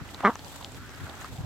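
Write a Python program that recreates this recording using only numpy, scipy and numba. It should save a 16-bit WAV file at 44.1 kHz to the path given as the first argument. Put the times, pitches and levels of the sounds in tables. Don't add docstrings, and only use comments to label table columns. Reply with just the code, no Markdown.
import sys
import numpy as np
from scipy import signal
from scipy.fft import rfft, irfft
from scipy.io import wavfile
from scipy.ndimage import uniform_filter1d
from numba import njit

SR = 44100
rng = np.random.default_rng(int(sys.argv[2]) if len(sys.argv) > 2 else 0)


def materialize(psi):
    bounded = np.clip(np.atleast_2d(psi).T, -1, 1)
    quanta = np.round(bounded * 32767).astype(np.int16)
    wavfile.write(sys.argv[1], SR, quanta)


N = 63945
T = np.arange(N) / SR
TOP_HZ = 15950


def undb(db):
    return 10 ** (np.asarray(db) / 20)


def unit(x):
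    return x / np.sqrt(np.mean(x ** 2))


def curve(rows, column=1):
    rows = np.array(rows, float)
    return np.interp(T, rows[:, 0], rows[:, column])


def spectrum(points):
    hz, value = np.array(points, float).T
    return np.interp(np.log(np.fft.rfftfreq(N, 1 / SR) + 1), np.log(hz), value)


def pan(db):
    return undb(np.array([[db], [-db]]) / 2)


def decay(start, t60):
    return (T >= start) * np.exp(-np.log(1000) * np.maximum(T - start, 0) / t60)


def swell(crest, half_length):
    return np.exp(-.5 * ((T - crest) / half_length) ** 2)


def wobble(rate_hz):
    hold = int(SR / rate_hz)
    steps = np.repeat(rng.standard_normal(N // hold + 1), hold)
    return unit(uniform_filter1d(steps, hold))[:N]


@njit
def svf(x, hz, width):
    y, band_state, low_state = np.empty((2, len(x))), 0., 0.
    for i in range(len(x)):
        g, damping = np.tan(np.pi * hz[i] / SR), width / hz[i]
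        v = (band_state + g * (x[i] + 1e-18 - low_state)) / (1 + g * (g + damping))
        y[0, i], y[1, i] = damping * v, low_state + g * v
        band_state, low_state = 2 * v - band_state, low_state + 2 * g * v
    return y


def band(x, hz, width):
    return svf(x, np.minimum(hz * np.ones(len(x)), TOP_HZ), float(width))[0]


def steep_band(x, hz, width):
    return band(band(x, hz, width), hz, width)


# (frequency [Hz], likeness [0-1])
STEREO_LIKENESS = [(30, 0), (70, 0.33), (130, 0.19), (300, 0.87), (1200, 0.71), (2200, 0.018), (4000, 0),
                   (15000, 0)]
# (frequency [Hz], left minus right [dB])
STEREO_LEAN = [(1500, 0), (4000, -5), (7500, 3.5), (15000, 2.5)]


def stereo_noise(colour_db=0):
    alike, sides = np.clip(spectrum(STEREO_LIKENESS), 0, 1), np.array([[1], [-1]])
    mid, side = rfft(rng.standard_normal((2, N))) * undb(colour_db)
    left_right = mid * np.sqrt(1 + alike) + side * np.sqrt(1 - alike) * sides
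    return unit(irfft(left_right * undb(spectrum(STEREO_LEAN) * sides / 2), N))


def noise_band(hz, width):
    return unit(np.array([steep_band(channel, hz, width) for channel in stereo_noise()]))


# (frequency [Hz], relative level [dB])
AIR_EQ = [(15, -38), (25, -8), (87, 1), (200, -9), (277, -2), (754, -17), (1370, -11), (7510, -23),
          (9570, -33), (12500, -27), (16000, -37)]


def background():
    air = undb(-49) * stereo_noise(spectrum(AIR_EQ))
    rumble = undb(-49) * noise_band(hz=91.6, width=101)
    drone = undb(-58) * noise_band(hz=266, width=56)
    return air + rumble + drone


# (time [s], low mids [dB], mids [dB], treble [dB])
RUSTLE_LEVELS = [(0, -54.5, -50, -86), (.07, -56.5, -54.5, -61), (.11, -52, -58.5, -52),
                 (.2, -50, -48.5, -57.5), (.4, -58.5, -59, -57.5), (.47, -47, -65, -52),
                 (.5, -53.5, -60, -50.5), (.56, -52, -57, -50.5), (.62, -49, -66, -55.5),
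                 (.69, -56, -69, -57.5), (.77, -58, -53.5, -54), (.84, -73, -53, -63),
                 (.94, -53.5, -49.5, -56.5), (1.05, -53.5, -48.5, -53.5), (1.11, -48, -49.5, -56.5),
                 (1.23, -51.5, -47, -51.5), (1.3, -57.5, -55.5, -59), (1.34, -52, -77, -49.5),
                 (1.38, -54.5, -83, -60.5), (1.45, -47, -69, -62)]
# (centre [Hz], width [Hz])
RUSTLE_MIDS = [(760, 570), (1400, 1190)]
# (frequency [Hz], relative level [dB])
SWISH_EQ = [(1500, -6), (3500, 12.5), (5500, 3.5), (7800, 8.5), (10000, -2), (13000, 2.5), (16000, -4.5)]
SWISH_PAN_DB, FLUTTER_DB = 2.5, 2.5


def rustle():
    layers = [noise_band(hz, width) for hz, width in RUSTLE_MIDS]
    layers.append(stereo_noise(spectrum(SWISH_EQ)) * pan(SWISH_PAN_DB))
    mix = sum(layer * undb(curve(RUSTLE_LEVELS, column)) for column, layer in enumerate(layers, 1))
    return mix * undb(FLUTTER_DB * wobble(120))


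def crackles(per_s=60, centre_hz=5900, softest_db=-53.5, spread_db=6):
    out, size = np.zeros((2, N)), 512
    for when, softness, pitch, place in rng.random((int(per_s * N / SR), 4)):
        hz = centre_hz * 2 ** (1.6 * (pitch - .5))
        tick = band(rng.standard_normal(size) * decay(0, t60=0.0053)[:size], hz, hz * 0.5)
        gain = undb(softest_db - spread_db * np.log(max(softness, .12)))
        position = pan(SWISH_PAN_DB / 2 + 20 * (place - .5))
        i = int(when * (N - size))
        out[:, i:i + size] += position * gain * tick / abs(tick).max()
    return out


# (crest time [s], half length [s], level [dB])
THUD_CUES = [(0.02, 0.0086, -36), (0.774, 0.032, -44.5), (1.034, 0.023, -37), (1.331, 0.02, -39),
             (1.401, 0.014, -32.5), (1.449, 0.0087, -31)]


def thuds():
    envelope = sum(undb(db) * swell(crest, half_length) for crest, half_length, db in THUD_CUES)
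    rumble = noise_band(hz=108.5, width=88)
    running_power = uniform_filter1d(np.mean(rumble ** 2, axis=0), int(0.031 * SR))
    return envelope * rumble / np.sqrt(running_power)


# (time [s], ring peak [dB], ring pitch [Hz], knock re ring [dB], ring t60 [s], left minus right [dB])
PECK_CUES = [(0.089, -38, 2280, -18, 0.041, -1), (0.1454, -27.5, 3950, -9.5, 0.0048, -1),
             (0.2053, -34, 1210, 8, 0.015, -1), (0.3556, -33, 1410, 4, 0.016, 0),
             (0.3551, -33, 5760, -5, 0.0026, 9), (0.3927, -34.5, 3800, -2, 0.015, -2),
             (0.4461, -39, 4600, -22, 0.013, -12), (0.626, -36.5, 3400, -3, 0.016, -8),
             (0.6461, -24.5, 3290, -12, 0.0017, 3.5), (0.7201, -38, 6900, 0.5, 0.0055, 3),
             (0.7457, -41.5, 5100, 3, 0.0078, -7), (.893, -41, 5600, 3.5, .008, 7),
             (0.948, -38.5, 4640, -3, 0.0062, -1), (1.0672, -35.5, 1300, -10, .008, -5),
             (1.081, -46, 1180, 8, 0.0084, 4), (1.096, -38.5, 3560, 4, 0.016, -9.5),
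             (1.153, -42, 5950, -12, 0.012, 12), (1.211, -38, 6550, -10, 0.024, -2),
             (1.227, -39, 7040, -13, .006, 8), (1.2444, -28.5, 1250, -12, 0.014, 1.5),
             (1.2447, -39.5, 4530, -9, .007, -2)]


def pecks(knock_hz=460, knock_width_hz=990, crack_db=-26):
    out = np.zeros((2, N))
    for start, db, hz, knock_db, t60, pan_db in PECK_CUES:
        crack = rng.standard_normal(N) * decay(start, t60)
        thump = rng.standard_normal(N) * decay(start, t60=0.02)
        ring = steep_band(crack, hz, width=0.43 * hz)
        knock = band(band(thump, knock_hz, knock_width_hz), knock_hz, 2 * knock_width_hz)
        parts = [(ring, 0), (knock, knock_db), (crack, crack_db)]
        out += pan(pan_db) * sum(undb(db + part_db) * y / abs(y).max() for y, part_db in parts)
    return out


# (centre [Hz], width [Hz])
THROAT_FORMANTS = [(830, 600), (1205, 120), (1660, 230), (2130, 174), (2420, 220)]
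# (time [s], factor on the centres [ratio])
BILL_SWEEP = [(.222, 1.2), (.239, 0.57), (.247, 0.965), (.257, 1.044), (.275, 0.982), (.29, 0.95),
              (.303, 0.813), (.32, 0.806)]


def throat(x):
    sweep = curve(BILL_SWEEP)
    for hz, width in THROAT_FORMANTS:
        x = svf(x, hz * sweep, float(width))[1]
    return x / np.sqrt(uniform_filter1d(x ** 2, SR // 100) + 1e-12)


# (centre [Hz], width [Hz], level re throat [dB])
UPPER_FORMANTS = [(2960, 1370, -23.5), (5300, 900, -35)]


def overtones(x):
    return sum(undb(db) * unit(steep_band(x, hz, width)) for hz, width, db in UPPER_FORMANTS)


def soften(x, effort_db, edge_hz=1700., darken_db_per_db=0.3):
    edge = np.full(N, edge_hz)
    dull = svf(x, edge, 1.36 * edge_hz)[1]
    dull = svf(dull[::-1].copy(), edge, 1.56 * edge_hz)[1][::-1]
    return dull + (x - dull) * undb(darken_db_per_db * (effort_db - effort_db.max()))


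# (time [s], pitch [Hz])
QUACK_PITCH = [(.236, 276.2), (.2435, 266.6), (.2455, 197.4), (.258, 205.2), (.261, 197.6), (.273, 198.4),
               (.277, 222.3), (.281, 220), (.292, 240.4), (.297, 257), (.306, 216)]
# (time [s], low body [dB], throat [dB])
QUACK_EFFORT = [(.215, -98, -75), (.228, -73, -44), (.238, -57, -25.5), (.245, -28, -27), (.25, -22.5, -16),
                (.257, -21, -18), (.275, -23.5, -19), (.28, -23, -23), (.297, -23.5, -34),
                (.301, -45, -27.5), (.305, -73, -26.5), (.311, -77, -51), (.33, -103, -91)]
# (centre [Hz], width [Hz], relative level [dB])
BODY_RESONANCES = [(223, 300, 15), (448, 150, -23)]


def quack(strongest_pulse_s=.2541, jitter=.006, shimmer_db=.7, rasp_db=-19, overtone_rasp_db=2):
    cycles = np.cumsum(curve(QUACK_PITCH) * (1 + jitter * wobble(220))) / SR
    cycles -= np.interp(strongest_pulse_s, T, cycles)
    count = np.floor(cycles)
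    pulses = -np.diff(count, prepend=count[0]) * undb(shimmer_db * wobble(195))
    pulses = unit(pulses - pulses.mean())
    rasp = unit(rng.standard_normal(N) * np.exp(-(cycles % 1) / 0.36))
    body_db, throat_db = curve(QUACK_EFFORT, 1), curve(QUACK_EFFORT, 2)
    body = unit(sum(undb(db) * band(pulses, hz, width) for hz, width, db in BODY_RESONANCES))
    body = signal.sosfilt(signal.butter(2, [130, 900], "band", fs=SR, output="sos"), body)
    ring = soften(throat(pulses + undb(rasp_db) * rasp), throat_db)
    ring += overtones(pulses + undb(overtone_rasp_db) * rasp)
    breath = throat(rng.standard_normal(N)) * undb(-36) * swell(crest=0.28, half_length=0.033)
    return body * undb(body_db) + ring * undb(throat_db) + breath


# (delay [s], level [dB])
EARLY_REFLECTIONS = [(.00095, -20), (.0025, -24.5)]


def yard(x, left_lag_s=3e-5, pan_db=-.4, tail_db=-25):
    scatter = noise_band(hz=2000, width=2300) * decay(start=0.02, t60=0.138)
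    power = abs(rfft(scatter)) ** 2
    scatter /= np.sqrt(np.mean(power ** 2) / np.mean(power))
    near = x + sum(undb(db) * np.interp(T - delay, T, x) for delay, db in EARLY_REFLECTIONS)
    left_right = np.array([np.interp(T - left_lag_s, T, near), near])
    tail = signal.fftconvolve(near[None], scatter, axes=1)[:, :N]
    return left_right * pan(pan_db) + undb(tail_db) * tail


def murmur(centre_hz=1423, waver=.08, level_db=-53.5):
    hz = centre_hz * np.exp(waver * wobble(14))
    tone = unit(band(rng.standard_normal(N), hz, width=110))
    return tone * undb(level_db) * swell(crest=0.84, half_length=0.078)


def scene():
    return background() + rustle() + crackles() + thuds() + pecks() + yard(quack()) + murmur()


def record(dry):
    return signal.sosfilt(signal.ellip(10, .2, 70, TOP_HZ, fs=SR, output="sos"), dry)


dry = scene()
out = record(dry)
materialize(out)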